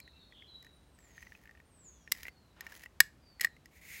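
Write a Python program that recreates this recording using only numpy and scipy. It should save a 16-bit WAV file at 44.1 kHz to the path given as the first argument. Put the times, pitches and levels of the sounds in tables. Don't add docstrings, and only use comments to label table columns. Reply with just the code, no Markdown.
import sys
import numpy as np
from scipy import signal
from scipy.fft import rfft, irfft
from scipy.io import wavfile

SR = 44100
rng = np.random.default_rng(int(sys.argv[2]) if len(sys.argv) > 2 else 0)


def waveform_to_disk(signal):
    frames = np.transpose(np.atleast_2d(signal))
    scaled = np.clip(frames, -1, 1) * 32767
    samples = np.round(scaled).astype(np.int16)
    wavfile.write(sys.argv[1], SR, samples)


N = 176400

# (time [s], dull level [dB], cavity pitch [Hz], bright level [dB])
TICK_EVENTS = [(0.0014, -46.5, 2350, -44), (0.0772, -50.5, 1880, -65), (0.3235, -52, 1940, -67),
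               (0.4224, -48, 2150, -80), (0.6265, -54, 1960, -54.5), (0.647, -52.5, 1810, -55),
               (0.6663, -52, 1880, -63), (.988, -57, 1790, -58), (1.179, -44.5, 1840, -77),
               (1.2266, -43, 1900, -58), (1.269, -44.5, 1980, -78), (1.3205, -44.5, 1780, -78),
               (1.3501, -45.5, 2550, -71.5), (1.4366, -56, 1850, -62), (1.4558, -51, 1780, -61.5),
               (1.4742, -50, 1810, -67), (1.493, -47.5, 1830, -79), (1.5107, -53.5, 1820, -62),
               (1.55, -52.5, 1810, -74), (1.5738, -54, 1820, -94), (1.6014, -53, 1860, -66.5),
               (2.076, -43.5, 1820, -67), (2.1494, -46, 1970, -51), (2.2316, -42.5, 1825, -38.5),
               (2.253, -36, 1970, -75), (2.266, -39.5, 2020, -60), (2.2823, -32.5, 2083, -47),
               (2.608, -37, 1840, -38.5), (2.6663, -34, 1806, -48), (2.7229, -43, 1740, -54),
               (2.836, -41, 1885, -47.5), (2.8596, -40, 1930, -56), (3.5657, -51.5, 2100, -63),
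               (3.6575, -47.5, 1930, -50)]
# (frequency [Hz], level [dB])
CLACK_SPECTRUM = [(400, -12.5), (1300, -13.5), (1900, 1.5), (2700, -4), (3500, -19), (16000, -42)]
# (frequency [Hz], level [dB])
CRACK_SPECTRUM = [(300, -29.5), (850, -25.5), (1500, -10), (2100, -6.5), (3000, -1.5), (5000, 3), (7300, 1),
                  (9000, -7), (12500, 1.5), (16000, -4.5)]
# (frequency [Hz], level [dB], t60 [s])
TEETH_MODES = [(3170, -7, .04), (4020, -16, .16), (5220, 0, .05), (6635, -3, .05), (7560, -24, .3)]
# (frequency [Hz], level [dB])
ECHO_SPECTRUM = [(200, -3), (1800, -2), (5000, -2.5), (8000, -3), (12000, -6.5), (16000, -8)]
# (frequency [Hz], level [dB])
AIR_SPECTRUM = [(20, -24), (33, -16), (50, 2), (72, 3), (100, -5), (170, -5.5), (350, -12), (1600, -22.5),
                (7700, -34), (16000, -40)]
# (time [s], pitch [Hz], level [dB])
RASP_CURVES = [
    [(.01, 4324, -60), (.07, 3926, -58), (.15, 3876, -70), (.22, 3800, -53.5), (.31, 3670, -82)],
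    [(.31, 3440, -60), (.35, 3287, -55.5), (.43, 3250, -56), (.47, 3230, -62)],
]
# (time [s], pitch [Hz], level [dB])
WHISTLE_CURVES = [
    [(.47, 4055, -60.5), (.56, 3952, -46), (.63, 3874, -64.5), (.92, 3924, -82)],
    [(.72, 9100, -76), (.91, 8550, -77), (1.0, 7800, -66), (1.12, 6500, -66), (1.21, 6300, -64),
     (1.37, 5150, -83)],
    [(1.65, 9120, -74), (1.81, 7730, -59), (1.885, 6720, -50), (1.95, 6250, -69.5), (2.11, 5240, -72),
     (2.31, 4530, -71.5), (2.54, 3870, -74.5)],
    [(3.16, 5080, -91), (3.25, 4740, -65), (3.39, 4388, -71), (3.56, 3840, -68)],
    [(.19, 4315, -63), (.33, 4240, -72)],
    [(.13, 2660, -65), (.21, 2700, -73)],
    [(1.86, 3800, -84), (2.03, 3250, -69.5)],
]
# (start [s], peak [s], end [s], hiss [dB], body [dB], fall to ends [dB])
SLIDE_STROKES = [(.98, 1.21, 1.5, -66, -66, 12), (2.122, 2.17, 2.297, -57, -58, 4),
                 (2.63, 2.76, 2.868, -54.5, -58, 13), (3.402, 3.443, 3.466, -45, -43, 9)]
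# (frequency [Hz], level [dB])
HISS_SPECTRUM = [(500, -5.5), (1500, 1.5), (3000, 0), (6700, 1), (8800, -7.5), (11000, -1), (13500, -6.5),
                 (16000, 1)]
# (frequency [Hz], level [dB])
BODY_SPECTRUM = [(300, -21), (1450, -22), (1850, 5), (2300, -2.5), (2900, -13), (16000, -55.5)]
# (time [s], cavity pitch [Hz], cavity [dB], shell [dB], crack [dB], knock [dB])
SNAP_EVENTS = [(2.117, 2100, -61, -71, -24, -60), (2.1199, 2070, -20.5, -23.5, -10.5, -37),
               (3.0033, 1715, -9.5, -16.5, -4, -36), (3.0046, 1827, -5.5, -10, -14.5, -23.5),
               (3.3971, 1980, -32.5, -49.5, -51, -67), (3.4096, 1920, -33, -25.5, -33, -68.5),
               (3.4121, 1930, -21.5, -25.5, -20.5, -62.5), (3.4371, 1840, -46, -37, -50, -56),
               (3.4464, 1880, -13, -44, -22, -44), (3.4468, 1814, -16, -27, -34, -32),
               (3.4704, 1874, -30, -52, -66, -61)]
# (frequency [Hz], level [dB], t60 [s])
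SHELL_MODES = [(2170, -1.5, 0.02), (2866, -4, 0.016), (3340, -2.5, 0.014), (4260, 2.5, 0.01),
               (4900, -2, 0.016), (5185, -3.5, 0.016), (6840, -4, .016), (7860, -3, .02), (8020, -7, 0.02),
               (9490, -11, 0.022), (10070, -8, 0.02), (11320, -4, 0.012), (12230, -7, .015),
               (13200, -5.5, .016)]
# (frequency [Hz], level [dB], t60 [s])
KNOCK_MODES = [(155, -24, .08), (600, -14.5, 0.011), (1165, 2, 0.019)]
# (frequency [Hz], level [dB])
GRIP_SPECTRUM = [(100, -8), (1400, 2), (3000, -4.5), (16000, -38)]
# (start [s], peak [s], end [s], fall to ends [dB], level [dB])
RUB_STROKES = [(3.706, 3.774, 3.82, 12.5, -60), (3.81, 3.936, 4.3, 14, -47)]
# (frequency [Hz], level [dB])
RUB_SPECTRUM = [(290, -28), (550, -27), (1250, -25), (2130, 3), (2930, -14), (6000, -17.5), (6640, -10.5),
                (7890, -18.5), (15500, -16)]

RING_SAMPLES, RING_RISE_S = 6000, 0.0005


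def undb(db):
    return 10 ** (np.asarray(db) / 20)


def fade(t, t60_s):
    return np.exp(-np.log(1000) * t / t60_s)


def colour(x, spectrum):
    hz, db = np.array(spectrum, float).T
    bins_hz = np.maximum(np.fft.rfftfreq(len(x), 1 / SR), 1)
    gain = undb(np.interp(np.log(bins_hz), np.log(hz), db))
    shaped = irfft(rfft(x) * gain, len(x))
    return shaped / np.sqrt(np.mean(shaped ** 2))


def noise(spectrum, size=N):
    return colour(rng.standard_normal(size), spectrum)


def walk(rate_per_s):
    return np.interp(np.arange(N) / SR * rate_per_s, np.arange(N), rng.standard_normal(N))


def add(out, start_s, sound):
    i = max(int(start_s * SR), 0)
    out[i:i + len(sound)] += sound[:max(N - i, 0)]


def cavity(hz, t, t60_s):
    return np.sin(2 * np.pi * hz * t) * (1 - np.exp(-t / RING_RISE_S)) * fade(t, t60_s)


def contact(spectrum, t, t60_s, rise_s=0.00049):
    return noise(spectrum, size=len(t)) * (1 - np.exp(-t / rise_s)) * fade(t, t60_s)


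def ring(modes, t):
    return sum((-1) ** k * undb(db) * fade(t, t60_s) * np.sin(2 * np.pi * hz * t)
               for k, (hz, db, t60_s) in enumerate(modes))


def ticks(spread_db=5):
    out, t = np.zeros(N), np.arange(RING_SAMPLES) / SR
    for start_s, dull_db, hz, bright_db in TICK_EVENTS:
        pip = undb(2.5) * cavity(hz, t, t60_s=0.024)
        clack = undb(-2) * contact(CLACK_SPECTRUM, t, t60_s=0.014)
        modes = [(mode_hz, db - spread_db * rng.exponential(), t60_s)
                 for mode_hz, db, t60_s in TEETH_MODES]
        ping = undb(-14) * ring(modes, t)
        crack = undb(5.5) * contact(CRACK_SPECTRUM, t, t60_s=0.008)
        add(out, start_s, undb(dull_db) * (pip + clack) + undb(bright_db) * (ping + crack))
    return out


def echo(x, t60_s, split_hz=8190, treble_t60_ratio=0.85):
    t, wash = np.arange(SR) / SR, noise(ECHO_SPECTRUM, size=SR)
    low, high = (signal.sosfilt(signal.butter(5, split_hz, kind, fs=SR, output="sos"), wash)
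                 for kind in ("low", "high"))
    tail = low * fade(t, t60_s) + high * fade(t, t60_s * treble_t60_ratio)
    return signal.fftconvolve(x, tail / np.sqrt(np.sum(tail ** 2)))[:N]


def air(level_db=-63.5):
    return undb(level_db) * noise(AIR_SPECTRUM)


def bird_note(curve, waver_hz, edge_s=0.0043):
    t = np.arange(N) / SR
    times_s, hz, db = np.array(curve).T
    pitch_hz = np.interp(t, times_s, hz) + waver_hz * walk(rate_per_s=640)
    gate = np.clip(np.minimum(t - times_s[0], times_s[-1] - t) / edge_s, 0, 1)
    amplitude = np.sqrt(2) * gate * undb(np.interp(t, times_s, db))
    return amplitude * np.sin(2 * np.pi * np.cumsum(pitch_hz) / SR)


def bird(gain_db=-6.5, echo_db=-6.5, flicker_db=2.5):
    whistles = sum(bird_note(curve, waver_hz=75) for curve in WHISTLE_CURVES)
    rasps = sum(bird_note(curve, waver_hz=200) for curve in RASP_CURVES)
    calls = (whistles + rasps) * undb(flicker_db * walk(rate_per_s=63))
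    return undb(gain_db) * (calls + undb(echo_db) * echo(calls, t60_s=0.6))


def stroke(start_s, peak_s, end_s, fall_db, edge_s=0.0055):
    t = np.arange(N) / SR
    gate = np.clip(np.minimum(t - start_s, end_s - t) / edge_s, 0, 1)
    return gate * undb(np.interp(t, [start_s, peak_s, end_s], [-fall_db, 0, -fall_db]))


def slides(slips_per_s=1500, spread_db=4, slip_t60_s=0.005, patches_per_s=110, patch_db=1.5, band_db=2):
    onsets = rng.random(N) < slips_per_s / SR
    slips = onsets * undb(spread_db * np.minimum(rng.exponential(size=N), 4))
    energy = signal.lfilter([1], [1, -fade(1 / SR, slip_t60_s) ** 2], slips ** 2)
    grit = np.sqrt(energy) * undb(patch_db * walk(patches_per_s))
    hiss, body = (colour(grit * rng.standard_normal(N) * undb(band_db * walk(patches_per_s)), spectrum)
                  for spectrum in (HISS_SPECTRUM, BODY_SPECTRUM))
    return sum(stroke(*times_s, fall_db) * (undb(hiss_db) * hiss + undb(body_db) * body)
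               for *times_s, hiss_db, body_db, fall_db in SLIDE_STROKES)


def teeth(jolts):
    return signal.fftconvolve(jolts, ring(TEETH_MODES, np.arange(3 * RING_SAMPLES) / SR))[:N]


def knock(t):
    modes = sum(undb(db) * fade(t, t60_s) * np.sin(2 * np.pi * hz * t) for hz, db, t60_s in KNOCK_MODES)
    return modes * (1 - np.exp(-t / RING_RISE_S))


def snaps():
    out, t = np.zeros(N), np.arange(RING_SAMPLES) / SR
    for start_s, hz, cavity_db, shell_db, crack_db, knock_db in SNAP_EVENTS:
        pop = undb(cavity_db) * cavity(hz, t, t60_s=0.021)
        shell = undb(shell_db) * ring(SHELL_MODES, t) / 2
        crack = undb(crack_db) * contact(CRACK_SPECTRUM, t, t60_s=0.01)
        add(out, start_s, pop + shell + crack + undb(knock_db) * knock(t))
    return out


def hand(grip_db=-60.5, flicker_db=0.4):
    grip_gain = undb(grip_db) * stroke(start_s=2.56, peak_s=2.62, end_s=2.76, fall_db=6.3)
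    rub_gain = sum(undb(db) * stroke(*times_s, fall_db) for *times_s, fall_db, db in RUB_STROKES)
    rustle = grip_gain * noise(GRIP_SPECTRUM) + rub_gain * noise(RUB_SPECTRUM)
    return rustle * undb(flicker_db * walk(rate_per_s=250))


def scene():
    blows, scrape = snaps(), slides()
    jolts = undb(-40) * scrape + undb(-60) * blows
    cutter = blows + scrape + ticks() + hand() + teeth(jolts)
    near_echo = undb(-24) * echo(cutter, t60_s=0.06)
    garden_echo = undb(-28.5) * echo(cutter, t60_s=0.23)
    return (cutter + near_echo + garden_echo + bird() + air())[None]


def record(dry, cutoff_hz=16000):
    return signal.sosfilt(signal.ellip(10, .2, 70, cutoff_hz, fs=SR, output="sos"), dry)


dry = scene()
out = record(dry)
waveform_to_disk(out)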